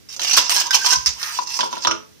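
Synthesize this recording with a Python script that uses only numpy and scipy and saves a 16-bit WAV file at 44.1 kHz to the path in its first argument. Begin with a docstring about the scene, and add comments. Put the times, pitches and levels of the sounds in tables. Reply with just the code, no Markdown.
"""A screwdriver scrapes and prises at the grout round a hollow wall tile in a small tiled room.
Its tip sticks and slips in short strokes and knocks against the edges; each contact rings the steel
blade, crunches grout, sprays fine grit and sounds the tile and the wall behind it. Brief notes sing out,
the hand bumps the wall, the tip glides once over the glaze and the shaft clinks twice near the end.
The room adds a short bright echo, and a phone close by picks it all up over a faint background noise."""
import sys
import numpy as np
from scipy import signal
from scipy.fft import rfft, irfft
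from scipy.io import wavfile
from scipy.ndimage import uniform_filter1d

SR = 44100
rng = np.random.default_rng(int(sys.argv[2]) if len(sys.argv) > 2 else 0)


def digitize_waveform(pressure):
    """Quantize a signal to 16-bit integers and store it at the path in sys.argv[1].

    Rows of a 2-D input are taken as channels; values are limited to [-1, 1].
    """
    field = np.atleast_2d(pressure).T
    bounded = np.clip(field, -1, 1)
    quanta = np.round(bounded * 32767).astype(np.int16)
    wavfile.write(sys.argv[1], SR, quanta)


N = 97020


def undb(db):
    """Turn decibels into a number to multiply by."""
    return 10 ** (np.asarray(db) / 20)


def unit(response):
    """Scale a response (the sound that one tap gives) to an energy of one."""
    return response / np.sqrt(np.sum(response ** 2, axis=-1, keepdims=True))


def through(sound, response):
    """Pass a sound through a response."""
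    return signal.fftconvolve(sound, response)[:N]


def steady(sound):
    """Even out the loudness over stretches of 25 ms."""
    return sound / np.sqrt(uniform_filter1d(sound ** 2, SR // 40))


def colour(points, size=2048):
    """A response that shapes the tone along (frequency [Hz], level [dB]) points."""
    hz, db = np.array(points).T
    f = np.maximum(np.arange(size // 2 + 1) * SR / size, 1)
    log_gain = np.log(undb(np.interp(np.log(f), np.log(hz), db)))
    cepstrum = irfft(log_gain)
    cepstrum[1:size // 2] *= 2  # folded so that nothing sounds before the tap
    cepstrum[size // 2 + 1:] = 0
    return irfft(np.exp(rfft(cepstrum)))


def fade(t, fade_s):
    """Die away by 60 dB in fade_s seconds; every fade time below means this."""
    return np.exp(-np.log(1000) * t / fade_s)


def ring(notes):
    """A tapped object rings with fading notes, each sounding only near its own pitch."""
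    t, out = np.arange(SR // 2) / SR, 0
    for hz, db, fade_s in notes:
        note = np.sin(2 * np.pi * hz * t) * fade(t, fade_s)
        near_pitch = signal.iirpeak(hz, 2, fs=SR)
        out = out + undb(db) * unit(signal.lfilter(*near_pitch, note))
    return unit(out)


def surrounding_noise(size, bass_likeness=0.75, bass_hz=750):
    """Noise from all round at two microphones: alike in the bass, unrelated in the treble."""
    shared, own = rng.standard_normal(size), rng.standard_normal((2, size))
    f = np.arange(size // 2 + 1) * SR / size
    likeness = bass_likeness / (1 + (f / bass_hz) ** 2)
    return irfft(np.sqrt(likeness) * rfft(shared) + np.sqrt(1 - likeness) * rfft(own), size)


# Tone of the quiet room: (frequency [Hz], relative level [dB])
BACKGROUND_TONE = [(25, -23), (65, 9.5), (110, 7.5), (400, 1.5), (900, -9), (3000, -14), (5600, -7),
                   (8000, -18), (15000, -19.5)]
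def background(level_db=-51):
    """A faint, steady rumble and hiss fills the room."""
    tone = unit(colour(BACKGROUND_TONE))
    return undb(level_db) * np.array([through(side, tone) for side in surrounding_noise(N)])


def stick_slip(slip_hz=300.2, slip_s=0.00079, rub_db=-10, judder_hz=124.3, judder_db=2, count=3000):
    """The tip catches and lets go in tiny uneven bursts over a steady rub, while the hand judders."""
    t = np.arange(N) / SR
    gaps, sizes, shakes = rng.standard_normal((count, 3)).T
    times = np.cumsum(np.exp(0.45 * gaps) / slip_hz)
    strengths = undb(4.5 * np.clip(sizes, -2, 2))
    slips = np.bincount((times * SR).astype(int), strengths, N)[:N]
    bursts = through(slips, np.exp(-t[:SR // 20] / slip_s))
    judder = undb(judder_db * np.interp(t * judder_hz, np.arange(count), shakes))
    grip = (bursts / bursts.std() + undb(rub_db)) * judder
    return steady(grip * rng.standard_normal(N))


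# Strokes of the tip; the last three columns are added to the level:
# (start [s], length [s], level [dB], swell over the stroke [dB], crunch [dB], grit [dB], tile [dB])
STROKES = [(0.083, 0.037, -38.5, 0, -9.5, -10.5, -37), (0.122, 0.021, -34, 4, -7, -10.5, -30),
           (0.214, 0.12, -21.5, -0.5, -6.5, -13.5, -20.5), (0.317, 0.032, -18.5, 9, -12, -18.5, -17.5),
           (0.353, 0.017, -19, 10, -5, -6, -10.5), (0.368, 0.013, -6.5, -4, -13, -10, -29),
           (0.375, 0.046, -23.5, -7, -16, -31, -11), (0.408, 0.072, -29, 4, -7, -19, -18),
           (0.511, 0.049, -20.5, -3.5, -5, -4.5, -10.5), (0.561, 0.045, -20, 5.5, -9.5, -9.5, -10.5),
           (0.633, 0.038, -30, 9, -7.5, -12.5, -4), (0.719, 0.013, -20, -2.5, -0.5, -8.5, -13),
           (0.739, 0.014, -11, 2, -8.5, -12, -12.5), (0.779, 0.054, -27.5, 4, -11.5, -12.5, -26),
           (0.837, 0.035, -16.5, 7.5, -7, -12.5, -9.5), (0.88, 0.01, -24, 5, -3, -6, -24),
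           (0.896, 0.0355, -14, 5, -7.5, -12.5, -15), (0.967, 0.087, -35, -5, -12, -13.5, -27),
           (1.066, 0.024, -16.5, -15.5, -9, -14.5, -24), (1.098, 0.11, -42.5, 14.5, -6, -7.5, -18),
           (1.205, 0.09, -33, 6.5, -8.5, -14, -14), (1.305, 0.071, -30, 6, -8.5, -8, -13.5),
           (1.394, 0.038, -36, 8, -14, -13, -18), (1.458, 0.112, -28.5, 6, -11, -11.5, -13),
           (1.58, 0.031, -30, 5, -0.5, -46, 4), (1.634, 0.051, -35.5, -13, -26, -11.5, 2.5),
           (1.704, 0.089, -38, -2.5, -3, -11, -2), (1.803, 0.044, -29.5, 8.5, -13, -17, -12)]
def scrapes(attack_s=0.005, release_s=0.0038, wall_db=-25.5):
    """Each stroke grows or eases, then stops; its rubbing sounds blade, grout, tile and wall."""
    t, pressure = np.arange(N) / SR, 0
    for start, length, db, swell, crunch_db, grit_db, tile_db in STROKES:
        age = t - start
        shape = np.clip(age / attack_s, 0, 1) * np.exp(-np.maximum(age - length, 0) / release_s)
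        level = undb(db + swell * (np.clip(age / length, 0, 1) - .5))
        pressure = pressure + np.outer(undb([0, crunch_db, grit_db, tile_db, wall_db]), shape * level)
    friction = stick_slip()
    grains = steady(friction * np.abs(friction))  # grit breaks off only at the hardest slips
    forces = pressure * np.array([friction, friction, grains, friction, friction])
    return contact(*forces, knocked=False)


# Notes of the steel blade: (pitch [Hz], relative level [dB], fade time [s])
BLADE_NOTES = [(2880, 17.5, 0.017), (3346, 7, 0.0194), (4220, 5.5, 0.027), (5144, 1.5, 0.033),
               (5780, -1.5, 0.29), (9770, 4, 0.06)]
# Tone of the blade's hiss: (frequency [Hz], relative level [dB])
BLADE_TONE = [(1000, -40), (3600, -20.5), (4400, -2.5), (5300, 5.5), (6200, 1.5), (7100, -9), (9000, -18),
              (15000, -48)]
def blade(force, ring_db=-23.5):
    """The steel blade gives a bright hiss and a faint ring."""
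    ringing, hiss = undb(ring_db) * ring(BLADE_NOTES), unit(colour(BLADE_TONE))
    hiss = np.pad(hiss, (0, len(ringing) - len(hiss)))
    return through(force, unit(ringing + hiss))


# Tones of crunching grout and of fine grit: (frequency [Hz], relative level [dB])
CRUNCH_TONE = [(100, -39), (300, -17.5), (520, -11.5), (800, -5.5), (1300, -2), (2100, -4.5), (3100, 5),
               (4200, 4), (7000, -24.5), (15000, -40)]
GRIT_TONE = [(2000, -17.5), (6000, 0), (8300, 14.5), (10500, 5.5), (15500, 2)]
def grout(crushing, spraying):
    """Grout crunches under the tip and sprays fine, hissing grit."""
    return through(crushing, unit(colour(CRUNCH_TONE))) + through(spraying, unit(colour(GRIT_TONE)))


# Notes of the tile: (pitch [Hz], share when knocked [dB], share when scraped [dB], fade time [s])
TILE_NOTES = [(956, -19, -12, 0.15), (981, 21, 0, 0.052), (1075.5, -24, -7, 0.17)]
def tile(force, knocked):
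    """The hollow tile rings; a knock and a scrape bring out different notes."""
    notes = [(hz, knock_db if knocked else scrape_db, fade_s)
             for hz, knock_db, scrape_db, fade_s in TILE_NOTES]
    return through(force, ring(notes))


# Notes of the wall: (pitch [Hz], relative level [dB], fade time [s])
WALL_NOTES = [(237.3, -9, 0.056), (335.2, -8, 0.16), (433, -14, 0.41), (541, -8, 0.17), (621.6, -6, 0.043),
              (886, -6.5, 0.15), (1398, -6, 0.046)]
def wall(force):
    """The wall behind the tile rings with mostly lower notes."""
    return through(force, ring(WALL_NOTES))


def contact(on_blade, on_grout, on_grit, on_tile, on_wall, knocked):
    """One touch of the tip sounds all these parts together."""
    return blade(on_blade) + grout(on_grout, on_grit) + tile(on_tile, knocked) + wall(on_wall)


# Knocks of the tip; the last four columns are added to the level:
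# (time [s], level [dB], crunch [dB], grit [dB], tile [dB], wall [dB])
KNOCKS = [(0.164, -27.5, -10, -11.5, -23, -14.5), (.195, -23.5, 2, -9.5, -13, -17),
          (0.206, -25, -10, -11, -28, -8), (0.375, -11, 3, -6, -4, -13), (.383, -15, 2, -9, -14, -14.5),
          (.466, -32.5, -6, -18, 4, -19), (0.495, -11.5, -5.5, -7, -37, -37),
          (.505, -19.5, 1.5, -0.5, -23, -13), (0.564, -14, -2.5, -12, -15, -20.5),
          (.613, -14, -4, -13, -36, -20), (0.7076, -16.5, -3.5, -8.5, -15, -39),
          (.744, -10.5, -7.5, -7.5, -10.5, -49), (0.9581, -13, -32, -40, -25, -35),
          (1.0605, -11, -11.5, -12, -36, -28), (1.229, -21, -4.5, -12.5, -15, -23.5),
          (1.3882, -23.5, -7.5, -20, 10.5, -9.5), (1.421, -35.5, -0.5, -22, 9.5, -11),
          (1.59, -20.5, -8.5, -13, 1, -6), (1.607, -16.5, -1, -31, -19, -6.5),
          (1.63, -26, -29, -45, 8, 4.5), (1.7276, -27, -3, -16, 4.5, 0.5), (1.768, -32, -4.5, -13, 3, 3.5),
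          (1.849, -26, 9.5, -27, 9, 3.5), (1.872, -17, -1.5, -20, 3.5, -0.5),
          (1.9116, -22.5, -0.5, -37, -15, 1.5)]
def knocks(rattle_s=0.0011, size=2048):
    """Each knock is one push into tile and wall, and a brief rattle of the tip on the grout."""
    forces, t = np.zeros((5, N + size)), np.arange(size) / SR
    push = signal.unit_impulse(size)
    for at, db, *shares_db in KNOCKS:
        rattle = unit(rng.standard_normal(size) * np.exp(-t / rattle_s))
        strengths = np.sqrt(SR / 250) * undb(db) * undb([0, *shares_db])
        i = int(at * SR)
        forces[:, i:i + size] += strengths[:, None] * np.array([rattle, rattle, rattle, push, push])
    return contact(*forces[:, :N], knocked=True)


# Notes that the tip locks on to: those near 1.6 kHz from the screwdriver's shaft, the lower ones from tile or
# wall; the pitch depends on the spot: (peak time [s], pitch [Hz], level [dB], rise time [s], fade time [s])
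SINGING_NOTES = [(.57, 1630, -22, 0.0057, 0.057), (0.61, 1650, -34.5, 0.0083, 0.15),
                 (0.71, 1571, -18.5, 0.0045, 0.051), (0.82, 1560, -26, 0.012, .11),
                 (0.93, 1560, -25.5, 0.015, 0.16), (.768, 910, -29.5, .014, .06),
                 (0.89, 985, -22.5, 0.015, 0.082), (0.94, 1006, -23, 0.019, 0.25),
                 (1.17, 985, -36, 0.013, 0.11), (.25, 530, -39.5, 0.033, 0.43)]
def singing(waver_hz=130.7, waver_rad=0.64, waver_db=3.5):
    """Notes build up under the rubbing tip, waver with its grip and ring out."""
    t, out = np.arange(N) / SR, 0
    for peak, hz, db, rise_s, fade_s in SINGING_NOTES:
        age = t - peak
        drift, flutter = (np.interp(t * waver_hz, np.arange(1024), steps)
                          for steps in rng.standard_normal((2, 1024)))
        shape = np.exp(np.minimum(age, 0) / rise_s) * fade(np.maximum(age, 0), fade_s)
        note = np.sqrt(2) * np.sin(2 * np.pi * hz * age + waver_rad * drift)
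        out = out + undb(db + waver_db * flutter) * shape * note
    return out


# Bumps of the hand: (time [s], level [dB])
BUMPS = [(0.375, -38), (0.741, -46.5), (0.962, -29), (1.065, -31), (1.868, -34.5)]
# Low notes of a bump: (pitch [Hz], relative level [dB], fade time [s])
BUMP_NOTES = [(62, -10.5, 0.1), (139, -16.5, 0.069)]
def bumps():
    """The hand hits the wall with dull thuds."""
    force = np.zeros(N)
    for at, db in BUMPS:
        force[int(at * SR)] = np.sqrt(SR / 100) * undb(db)
    return through(force, ring(BUMP_NOTES))


# Tone of steel gliding on the glaze: (frequency [Hz], relative level [dB])
GLIDE_TONE = [(600, -30), (1250, 2), (2000, -2), (3000, -12.5), (8000, -14.5)]
def glide(start_s=1.1875, length_s=0.14, level_db=-33.5):
    """The flat of the tip glides over the glaze: a soft, hollow rub that swells and fades."""
    progress = np.clip((np.arange(N) / SR - start_s) / length_s, 0, 1)
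    swell = np.sqrt(4 * progress * (1 - progress))
    return through(undb(level_db) * swell * stick_slip(), unit(colour(GLIDE_TONE)))


# Clinks of the shaft: (time [s], tile edge level [dB], steel level [dB])
CLINKS = [(1.8708, -15.5, -15), (1.911, -19, -17)]
# Notes of the tile's edge and of the shaft: (pitch [Hz], relative level [dB], fade time [s])
EDGE_NOTES = [(1142, -2.5, .04), (1204, -3, 0.1), (1236, -6, 0.18), (1276, 1.5, 0.2), (1410, -8.5, 0.13)]
SHAFT_NOTES = [(5300, 0, 0.053), (5800, 4, 0.027), (5870, -12, 0.077)]
def clinks():
    """The steel shaft strikes the edge of the tile, and both ring."""
    force = np.zeros((2, N))
    for at, edge_db, steel_db in CLINKS:
        force[:, int(at * SR)] = np.sqrt(SR / 250) * undb([edge_db, steel_db])
    return through(force[0], ring(EDGE_NOTES)) + through(force[1], ring(SHAFT_NOTES))


# The straight path to the phone, where the hand shades the treble: (frequency [Hz], relative level [dB])
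DIRECT_TONE = [(1100, -0.5), (2500, -5.5), (5000, -5.5)]
def room(early_db, tail_db, early_s=0.0068, onset_s=0.0035, left_lag_s=0.00029, size=16384):
    """Each microphone hears the direct sound, quick echoes off nearby tiles and the room's tail."""
    t, f = np.arange(size) / SR, np.arange(size // 2 + 1) * SR / size
    spectrum = rfft(surrounding_noise(size))
    bass, treble = 1 / (1 + (f / 600) ** 2), f ** 2 / (f ** 2 + 7000 ** 2)
    bands = [(bass, 0.4), (1 - bass - treble, 0.29), (treble, 0.16)]
    tail = sum(irfft(spectrum * share) * fade(t, fade_s) for share, fade_s in bands)
    tail *= 1 - np.exp(-(t / onset_s) ** 2)
    early = surrounding_noise(size) * t * np.exp(-2 * t / early_s)
    response = undb(tail_db) * unit(tail) + undb(early_db) * unit(early)
    direct, lag = colour(DIRECT_TONE), int(left_lag_s * SR)
    response[0, lag:lag + len(direct)] += direct
    response[1, :len(direct)] += direct
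    return unit(response)


def moving_echoes(sound, early_db, tail_db, new_spot_s=0.09):
    """The tip travels along the tile, so each stretch of the sound meets its own echoes."""
    hop, out = int(new_spot_s * SR), np.zeros((2, N))
    for i in range(0, N - hop, hop):
        piece = sound[i:i + 2 * hop]
        piece = piece * np.sin(np.pi * np.arange(len(piece)) / (2 * hop))  # blend with its neighbours
        heard = signal.fftconvolve(piece[None], room(early_db, tail_db), axes=1)[:, :N - i]
        out[:, i:i + heard.shape[1]] += heard
    return out


def scene():
    """Rubbing sounds and blows echo in the quiet room."""
    scraped, knocked, air = scrapes(), knocks(), background()
    rubbing = moving_echoes(scraped + glide() + singing(), early_db=0, tail_db=-4)
    # The hand is lifted for a knock, so more of the sound arrives directly.
    blows = moving_echoes(knocked + bumps() + clinks(), early_db=-3, tail_db=-6.5)
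    return rubbing + blows + air


# Tones of the phone's two microphones: (frequency [Hz], gain [dB])
LEFT_MIC_TONE = [(100, -1), (330, 0), (560, -1), (950, -1.5), (1200, 0), (2000, 4), (3200, 1.5), (4800, 0),
                 (6000, -7), (7000, -7), (9000, -1.5), (14000, -1)]
RIGHT_MIC_TONE = [(100, 2), (1000, -1), (3000, 6), (4800, 2), (6000, 5.5), (14000, 4.5)]
def record(dry, ceiling=0.88, top_hz=15500):
    """Two unlike microphones, the left with its wave upside down; the highest treble is cut."""
    mics = np.array([-through(dry[0], colour(LEFT_MIC_TONE)), through(dry[1], colour(RIGHT_MIC_TONE))])
    rounded = mics / (1 + (mics / ceiling) ** 6) ** (1 / 6)  # soften the loudest peaks
    treble_cut = signal.ellip(12, .2, 80, top_hz, fs=SR, output="sos")
    return signal.sosfilt(treble_cut, rounded)


dry = scene()
out = record(dry)
digitize_waveform(out)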